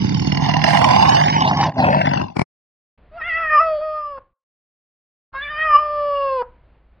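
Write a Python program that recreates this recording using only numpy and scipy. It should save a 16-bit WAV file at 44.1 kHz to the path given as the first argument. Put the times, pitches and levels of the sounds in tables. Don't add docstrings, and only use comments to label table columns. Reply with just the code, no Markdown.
import sys
import numpy as np
from scipy import signal
from scipy.fft import rfft, irfft
from scipy.io import wavfile
from scipy.ndimage import uniform_filter1d, map_coordinates

SR = 44100
rng = np.random.default_rng(int(sys.argv[2]) if len(sys.argv) > 2 else 0)


def dump_mix(stems):
    frames = np.atleast_2d(stems).T
    limited = np.clip(frames, -1, 1)
    pcm = np.round(limited * 32767).astype(np.int16)
    wavfile.write(sys.argv[1], SR, pcm)


N = 308700
T = np.arange(N) / SR


def amp(db):
    return 10 ** (np.asarray(db) / 20)


def evened(x):
    return x / np.sqrt(np.mean(x ** 2) + 1e-20)


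def curves(rows):
    start_s, *columns = np.transpose(rows)
    return [np.interp(T, start_s, column) for column in columns]


def read(points, hz):
    table_hz, value = np.transpose(points)
    return np.interp(np.log(hz + 1), np.log(table_hz), value)


def during(rows, fade_s):
    fade_in = np.clip((T - rows[0][0]) / fade_s + 1, 0, 1)
    fade_out = np.clip((rows[-1][0] - T) / fade_s + 1, 0, 1)
    return fade_in * fade_out


def noise(spectrum):
    gain = amp(read(spectrum, np.fft.rfftfreq(N, 1 / SR)))
    return evened(irfft(rfft(rng.standard_normal(N)) * gain, N))


def wander(hz):
    t = T[::20]
    rolloff = 1 + (np.fft.rfftfreq(len(t), t[1]) / hz) ** 4
    drift = irfft(rfft(rng.standard_normal(len(t))) / rolloff, len(t))
    return np.interp(T, t, evened(drift))


def band(x, lo_hz, hi_hz, order):
    sos = signal.butter(order, [lo_hz, min(hi_hz, SR / 2 - 1)], "band", fs=SR, output="sos")
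    return signal.sosfilt(sos, x + 1e-18 * np.sin(np.arange(len(x))))


def resonate(x, hz, width_hz):
    turn = np.exp(2j * np.pi * np.cumsum(hz * np.ones(len(x))) / SR)
    r = np.exp(-np.pi * width_hz / SR)
    lowpassed = signal.lfilter([(1 - r) ** 2], [1, -2 * r, r * r], x / turn + 1e-18)
    return 2 * (turn * lowpassed).real


def ring(x, modes):
    t = T[:SR // 10]
    response = sum(amp(level_db) * np.exp(-np.pi * width_hz * t) * np.sin(2 * np.pi * hz * t)
                   for hz, width_hz, level_db in modes)
    return signal.oaconvolve(x, response)[:N]


def pushes(times_s, sizes):
    x = np.zeros(N)
    np.add.at(x, np.clip(np.round(np.asarray(times_s) * SR).astype(int), 0, N - 1), sizes)
    return x


def puffs(x, width_s):
    t = T[:SR // 20] - T[SR // 40]
    return signal.oaconvolve(x, 1 / np.cosh(t / width_s), "same")


def steadied(x, span_s):
    size = max(int(span_s * SR), 2)
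    power = abs(uniform_filter1d(uniform_filter1d(x ** 2, size), size))
    return x / np.sqrt(power + 1e-7 * np.mean(x ** 2))


# start_s, left_lag_ms, left_minus_right_db
PATH = [(0, 0.82, -4.5), (.45, 0.97, -4.5), (.7, 1, -6), (1.1, 0.75, -4.5), (1.5, 0.22, -1.4),
        (1.7, -0.033, -0.9), (1.9, -0.34, 2.2), (2.4, -0.95, 5.5)]


def lion():
    voice = growl() + slaps() + last_flaps()
    left_lag_ms, balance_db = curves(PATH)
    gains = np.array([amp(balance_db / 2), amp(-balance_db / 2)])
    shift = left_lag_ms * SR / 2000
    ears = np.array([map_coordinates(voice, [np.arange(N) + side * shift], order=3) for side in (-1, 1)])
    ears = ears * gains / np.sqrt(np.mean(gains ** 2, 0))
    return ears / (1 + (ears / .95) ** 4) ** .25


# start_s, mouth_opening_factor, turbulence_0_1, rasp_tilt_db_per_octave
FLAPS = [(0, 1.053, 0.07, 8), (.55, 1.004, 0.18, 2.5), (.75, 1.022, 0.45, 0), (1.05, 1.035, 0.73, 2.5),
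         (1.45, 1.066, 0.41, 0.5), (1.65, 1.064, 0.54, 3.5), (1.87, 0.92, 0.3, -6),
         (2.05, 0.969, 0.2, -5.5), (2.3, 1, 0.4, 3.5)]
# start_s, flaps_per_s
FLAP_RATE = [(0, 39.5), (.39, 39.5), (.43, 51), (.48, 38), (.6, 38.5), (.66, 46), (.8, 46.5), (.86, 40),
             (1.0, 36.5), (1.3, 48), (2.3, 48)]
# hz, width_hz, level_db
CHEST = [(151.4, 13, -5.5), (190.8, 35, -2), (254, 41, -5)]
THROAT = [(710.7, 140, -1.8), (805.7, 170, -0.4), (971.4, 110, -2.1)]
MUZZLE = [(1630, 131, -5.5), (1852, 810, 0), (2758, 200, 3), (3495, 100, -4), (4550, 940, -8.5),
          (5210, 78, -6), (6046, 120, -10)]
# start_s, pitch_hz, level_db
WHEEZE = [(1.41, 3000, -41), (1.445, 3460, -31.5), (1.475, 3920, -30), (1.52, 4900, -57.5)]


def growl():
    jitter_s, uneven_db, spit_uneven_db = .005, 7.5, 5.5
    roar_width_s, rasp_width_s, span_s = 0.0032, 0.0013, 0.06
    chest_level_db, roar_level_db, rasp_level_db = growl_levels()
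    mouth, turbulence, tilt_db = curves(FLAPS)

    turns = np.cumsum(curves(FLAP_RATE)[0]) / SR + .25
    times_s = T[1:][np.diff(np.floor(turns)) > 0]
    chance = rng.standard_normal((len(times_s), 4))
    times_s = times_s + jitter_s * np.interp(times_s, T, turbulence) * chance[:, 0]
    flap_turbulence = np.interp(times_s, T, turbulence)
    chance = chance * (1 - 0.62 * flap_turbulence)[:, None]
    flaps = pushes(times_s, amp(uneven_db * chance[:, 1]))
    thumps = pushes(times_s + 0.003, amp(uneven_db * (chance[:, 1] + chance[:, 2]) / 2))
    spit_times_s = times_s + jitter_s * flap_turbulence * chance[:, 3]
    spits = pushes(spit_times_s, amp(spit_uneven_db * (chance[:, 1] - chance[:, 2])))

    air = rng.standard_normal((3, N))
    mouth = mouth * (1 + 0.021 * wander(25.28))
    chest = band(ring(thumps + 0.05 * (turbulence + .5) * air[0], CHEST), 85, 640, order=3)
    throat_puffs = puffs(flaps, roar_width_s) + 0.87 * (turbulence + 0.9)
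    roar = band(tract(throat_puffs * air[1], THROAT, mouth, give=1.0), 490, 1100, order=3)
    gusts = puffs(spits, rasp_width_s) + 0.66 * (turbulence + 0.52)
    rasp = band(tract(gusts * air[2], MUZZLE, mouth, tilt_db), 1250, 6400, order=18)
    top_hiss = gusts * noise([(5500, -28), (7000, 3), (9500, 3), (11000, -12), (15000, -17)])
    top_hiss_db = -22 + 2.8 * (rasp_level_db - rasp_level_db.max())
    rasp_and_hiss = steadied(rasp, span_s) + amp(top_hiss_db) * steadied(top_hiss, span_s)
    wheeze_hz, wheeze_db = curves(WHEEZE)
    wheeze = steadied(resonate(gusts * air[0], wheeze_hz, 730), span_s)

    voice = amp(chest_level_db) * steadied(chest, span_s)
    voice += amp(roar_level_db + 3.68) * steadied(roar, span_s)
    voice += amp(rasp_level_db - 3.5) * rasp_and_hiss
    voice += amp(wheeze_db) * wheeze * during(WHEEZE, 0.012)
    return voice * np.clip((LAST_FLAPS[0][0] - T) / .02, 0, 1)


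# start_s, end_s, release_db_per_s, chest_thump_db, lung_sag_db_per_s
GROWLS = [(0, 1.688, 523.5, -17, 2.5), (1.796, 2.216, 196, -18, 9.5)]
GROWL_ATTACK_DB_PER_S = 340
# start_s, roar_db, rasp_db
PUSH = [(0, -40, -29), (.3, -36.5, -26.5), (.47, -24, -22), (.61, -23.5, -23.5), (.7, -18, -15.5),
        (1.0, -14.5, -18), (1.17, -15.5, -18), (1.3, -21.5, -20.5), (1.49, -19.5, -22),
        (1.555, -27.5, -28.5), (1.61, -19.5, -19.5), (1.69, -25.5, -30), (1.84, -17.5, -20.5),
        (2.04, -22, -21.5), (2.13, -23.5, -24.5), (2.22, -26.5, -32.5)]


def growl_levels():
    gates_db, chests_db = [], []
    for start_s, end_s, release_db_per_s, chest_db, sag_db_per_s in GROWLS:
        attack_db = GROWL_ATTACK_DB_PER_S * (T - start_s)
        release_db = release_db_per_s * (end_s - T)
        gate_db = np.minimum(np.minimum(attack_db, release_db), 0)
        gates_db.append(gate_db)
        chests_db.append(gate_db + chest_db - sag_db_per_s * (T - start_s))
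    roar_db, rasp_db = curves(PUSH) + np.max(gates_db, 0)
    return np.max(chests_db, 0), roar_db, rasp_db


def tract(x, modes, mouth, tilt_db=0, give=0):
    n = round(LAST_FLAPS[-1][0] * SR)
    out = np.zeros(N)
    for k, (hz, width_hz, level_db) in enumerate(modes):
        flicker_db = 2.8 * wander(45)
        drive = x * amp(level_db + flicker_db + tilt_db * np.log2(hz / modes[1][0]))
        out[:n] += resonate(drive[:n], hz * mouth[:n] ** (1 + give / 2 ** k), width_hz)
    return out


# start_s, roar_db, rasp_db
SLAPS = [(0.093, -38, -19), (0.321, -41, -8), (.373, -15, -25), (.463, -21, -11), (.496, -4.5, -6),
         (0.539, -14, -5), (0.641, -22.5, 0), (0.687, -14, -6.5), (0.748, -6, -10), (0.816, -0.5, -6.5),
         (1.513, 0, -31), (1.631, -1, -17.5), (1.851, -3, -16), (1.947, 0, -24), (2.058, -7, -12.5),
         (2.174, -8, -15), (2.215, -8, -17.5)]


def slaps():
    width_s = 0.0013
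    start_s, roar_db, rasp_db = np.transpose(SLAPS)
    roar = band(ring(pushes(start_s - width_s, amp(roar_db)), THROAT), 840, 1700, order=3)
    spit = puffs(pushes(start_s, amp(rasp_db)), width_s) * rng.standard_normal(N)
    rasp = band(tract(spit, MUZZLE, curves(FLAPS)[0]), 1250, 6400, order=12)
    return amp(-5) * roar + amp(4) * rasp


# start_s, level_db
LAST_FLAPS = [(2.367, -13.5), (2.3936, -9.5), (2.4157, -10.5)]
# hz, width_hz, level_db
SLACK_THROAT = [(156, 100, 9), (283, 183, 6.5), (690, 190, 10), (970, 150, -41), (1600, 400, -33),
                (2286, 127, -1.5), (4600, 430, -20)]


def last_flaps():
    rebound_s, spit_width_s = 0.0016, 0.0044
    start_s, level_db = np.transpose(LAST_FLAPS)
    hits = pushes(start_s, amp(level_db))
    rebounds = pushes(start_s + rebound_s, amp(level_db))
    spit = puffs(rebounds, spit_width_s) * noise([
        (100, 2), (300, 12), (2400, -4.5), (3300, -33), (5000, -10), (6500, -27.0), (9500, -25.5), (11000, -60)])
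    body = band(ring(rebounds - 0.21 * hits, SLACK_THROAT), 140, 5800, order=2)
    return amp(-3) * body + amp(-9) * spit


# start_s, pitch_hz
FIRST_PITCH = [(3.12, 607.4), (3.18, 703.5), (3.222, 616), (3.255, 680), (3.282, 712), (3.308, 644),
               (3.35, 648), (3.41, 668), (3.49, 612.5), (3.555, 611.6), (3.588, 586), (3.612, 656.6),
               (3.66, 649), (3.79, 595), (3.83, 627), (3.98, 609), (4.11, 575), (4.185, 529.3)]
SECOND_PITCH = [(5.335, 529.4), (5.41, 559), (5.445, 592), (5.48, 573), (5.51, 610), (5.555, 603),
                (5.59, 623), (5.66, 632.4), (5.70, 609), (5.764, 577.2), (5.79, 603), (6.0, 588.3),
                (6.23, 556), (6.36, 523.6), (6.422, 479)]
# start_s, loudness_db, mouth_hz, upper_harmonics_db
FIRST_MOUTH = [(3.12, -48.5, 720, -83), (3.17, -33.5, 720, -74), (3.207, -36, 1700, -55),
               (3.22, -22.5, 1830, -48.5), (3.245, -28, 1864, -49), (3.34, -20, 1963, -43.5),
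               (3.41, -22.5, 1598, -41), (3.49, -19.5, 1797, -46), (3.585, -8, 1217, -41),
               (3.64, -18.5, 1061, -38.5), (3.77, -21, 690, -51.5), (3.805, -23, 690, -51.5),
               (3.83, -24.5, 956, -49), (4.05, -26.5, 1152, -66), (4.102, -30.5, 1077, -62),
               (4.185, -34.5, 880, -66)]
SECOND_MOUTH = [(5.335, -45, 1290, -70.5), (5.352, -27.5, 1200, -55), (5.45, -29.5, 2130, -42),
                (5.53, -29, 1480, -43.5), (5.62, -20.5, 1780, -33.5), (5.70, -17, 1360, -48),
                (5.761, -4.5, 1155, -41.5), (5.779, -16.5, 1130, -41), (5.88, -22.5, 1000, -53),
                (6.25, -19.5, 930, -44.5), (6.42, -21, 820, -47)]
# break_s, lasting_strain_0_1, strained_air_db
BREAKS = [(3.632, 0.37, -43.5), (5.779, 0.33, -45)]
# start_s, level_db
CATCHES = [(3.209, -37), (3.814, -45), (4.18, -38.5), (5.345, -36.5), (6.424, -30.5)]
# hz, level_db
SHEEN = [(3915, -29.5), (4310, -39.5)]


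def cat():
    voice = meow(FIRST_PITCH, FIRST_MOUTH, *BREAKS[0]) + meow(SECOND_PITCH, SECOND_MOUTH, *BREAKS[1])
    start_s, level_db = np.transpose(CATCHES)
    catch_puffs = puffs(pushes(start_s, amp(level_db)), 0.0049)
    voice = voice + catch_puffs * noise([(200, -10.5), (500, -5.5), (1300, 4.5), (2400, -26.5), (5000, -65)])
    carriers = sum(amp(carrier_db) * np.cos(2 * np.pi * hz * T) for hz, carrier_db in SHEEN)
    sheen = band(voice * carriers, 2400, 5250, order=16)
    return voice + sheen + amp(-25) * echo(voice)


# hz, level_db
CAT_LOW = [(520, -3.5), (650, 0), (1200, 3), (1800, 1), (2150, 0), (2550, 4.5)]
CAT_TOP = [(2300, 1.5), (2850, -10), (3200, 3.5), (3500, -12), (4100, -33.5), (5000, -19), (6000, -61.5)]
RELAX_S = .09
MOUTH_HZ, MOUTH_WIDTH_HZ = 1200, 76
SOFT_TILT_DB, STRAIN_TILT_DB = -14, 14.5
SOFT_BREATH_DB = -56
ONSET_RASP_DB, ONSET_RASP_S = 9, 0.56
FULL_VOICE_DB = -22.5
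NASAL_START, NASAL_END, NASAL_GLIDE_S = 1.3, 0.86, 0.18


def meow(pitch, shape, break_s, lasting_strain, strained_db):
    on = during(shape, .008)
    live = on > 0
    t = T[live]
    hz, loudness_db, mouth_hz, top_db = (c[live] for c in curves(pitch) + curves(shape))
    strain = lasting_strain + (1 - lasting_strain) * np.exp(-np.maximum(t - break_s, 0) / RELAX_S)
    hoarse_db = SOFT_BREATH_DB + (strained_db - SOFT_BREATH_DB) * strain
    hoarse_db = hoarse_db + ONSET_RASP_DB * np.exp((t[0] - t) / ONSET_RASP_S)
    hoarse = amp(hoarse_db + np.minimum(loudness_db - FULL_VOICE_DB, 0))
    nasal = NASAL_END + (NASAL_START - NASAL_END) * np.exp((t[0] - t) / NASAL_GLIDE_S)
    hz = hz * (1 + (0.0007 + 0.7 * hoarse) * wander(80)[live])
    turn = 2 * np.pi * np.cumsum(hz) / SR

    low = np.arange(1, 5)[:, None]
    low_hz = low * hz
    gains = amp((SOFT_TILT_DB + STRAIN_TILT_DB * strain) * np.log2(low) + read(CAT_LOW, low_hz))
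    width_hz = MOUTH_WIDTH_HZ * mouth_hz / MOUTH_HZ
    gains = gains / abs(mouth_hz ** 2 - low_hz ** 2 + 1j * low_hz * width_hz)
    sizes = list(amp(loudness_db) * gains / np.linalg.norm(gains, axis=0))
    sizes += [amp(top_db + read(CAT_TOP, k * hz / nasal)) for k in range(5, 9)]

    voice = np.zeros(N)
    for k, size in enumerate(sizes, 1):
        flutter = evened(band(rng.standard_normal(len(turn)), 26, 91, order=2))
        waver = amp(2.72 * np.log2(max(k / 2, 1)) * wander(18)[live])
        tone = np.sqrt(2) * np.cos(k * turn + k * k)
        voice[live] += size * waver * (1 + 7 * hoarse * flutter) * tone

    breath = noise([(300, -24), (650, -11.5), (950, -6), (1300, 8.5), (1900, 6.0), (2700, 0.0),
                    (3400, -7), (3900, -16.5), (5000, -34), (5600, -50.0)])
    mouth_air = evened(band(resonate(rng.standard_normal(len(t)), mouth_hz, 650), 900, 2900, order=4))
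    air = amp(-11) * breath[live] + amp(-4.0) * strain * mouth_air
    voice[live] += hoarse * air * amp(1.5 * wander(40))[live] * (1 + .8 * np.cos(turn))
    return voice * on


def echo(x):
    t60_s, delay_s = 0.28, .012
    t = T[:SR]
    tail = band(rng.standard_normal(SR), 380, 2500, order=2) * amp(-60 * t / t60_s) * (t > delay_s)
    return signal.fftconvolve(x, tail / np.linalg.norm(tail))[:N]


# hz, level_db
AIR = [(25, 4.5), (60, -0.5), (80, -5.5), (160, -10), (280, -15.5), (600, -17), (1200, -23), (2500, -29),
       (4500, -43), (6500, -78)]
# start_s, level_db
FIRST_AIR = [(2.98, -52.5), (3.4, -47), (3.63, -47), (3.8, -51), (4.2, -58), (4.33, -73)]
SECOND_AIR = [(5.33, -47.5), (5.7, -46), (5.849, -49.5), (5.971, -46.5), (7, -56.5)]


def background():
    hum_hz, hum_db = 55.6, -3
    hum = np.sqrt(2) * np.sin(2 * np.pi * hum_hz * T + .7 * wander(4))
    air = band(noise(AIR), 15, 8000, order=2) * amp(1.2 * wander(8))
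    level = sum(amp(curves(rows)[0]) * during(rows, 0.0045) for rows in (FIRST_AIR, SECOND_AIR))
    return (air + amp(hum_db) * hum) * level


def scene():
    return lion() + cat() + background()


EDGE_HZ = 15700


def record(dry):
    lowpass = signal.firwin(511, EDGE_HZ, window=("kaiser", 9), fs=SR)
    return signal.oaconvolve(dry, lowpass[None], "same")


dry = scene()
out = record(dry)
dump_mix(out)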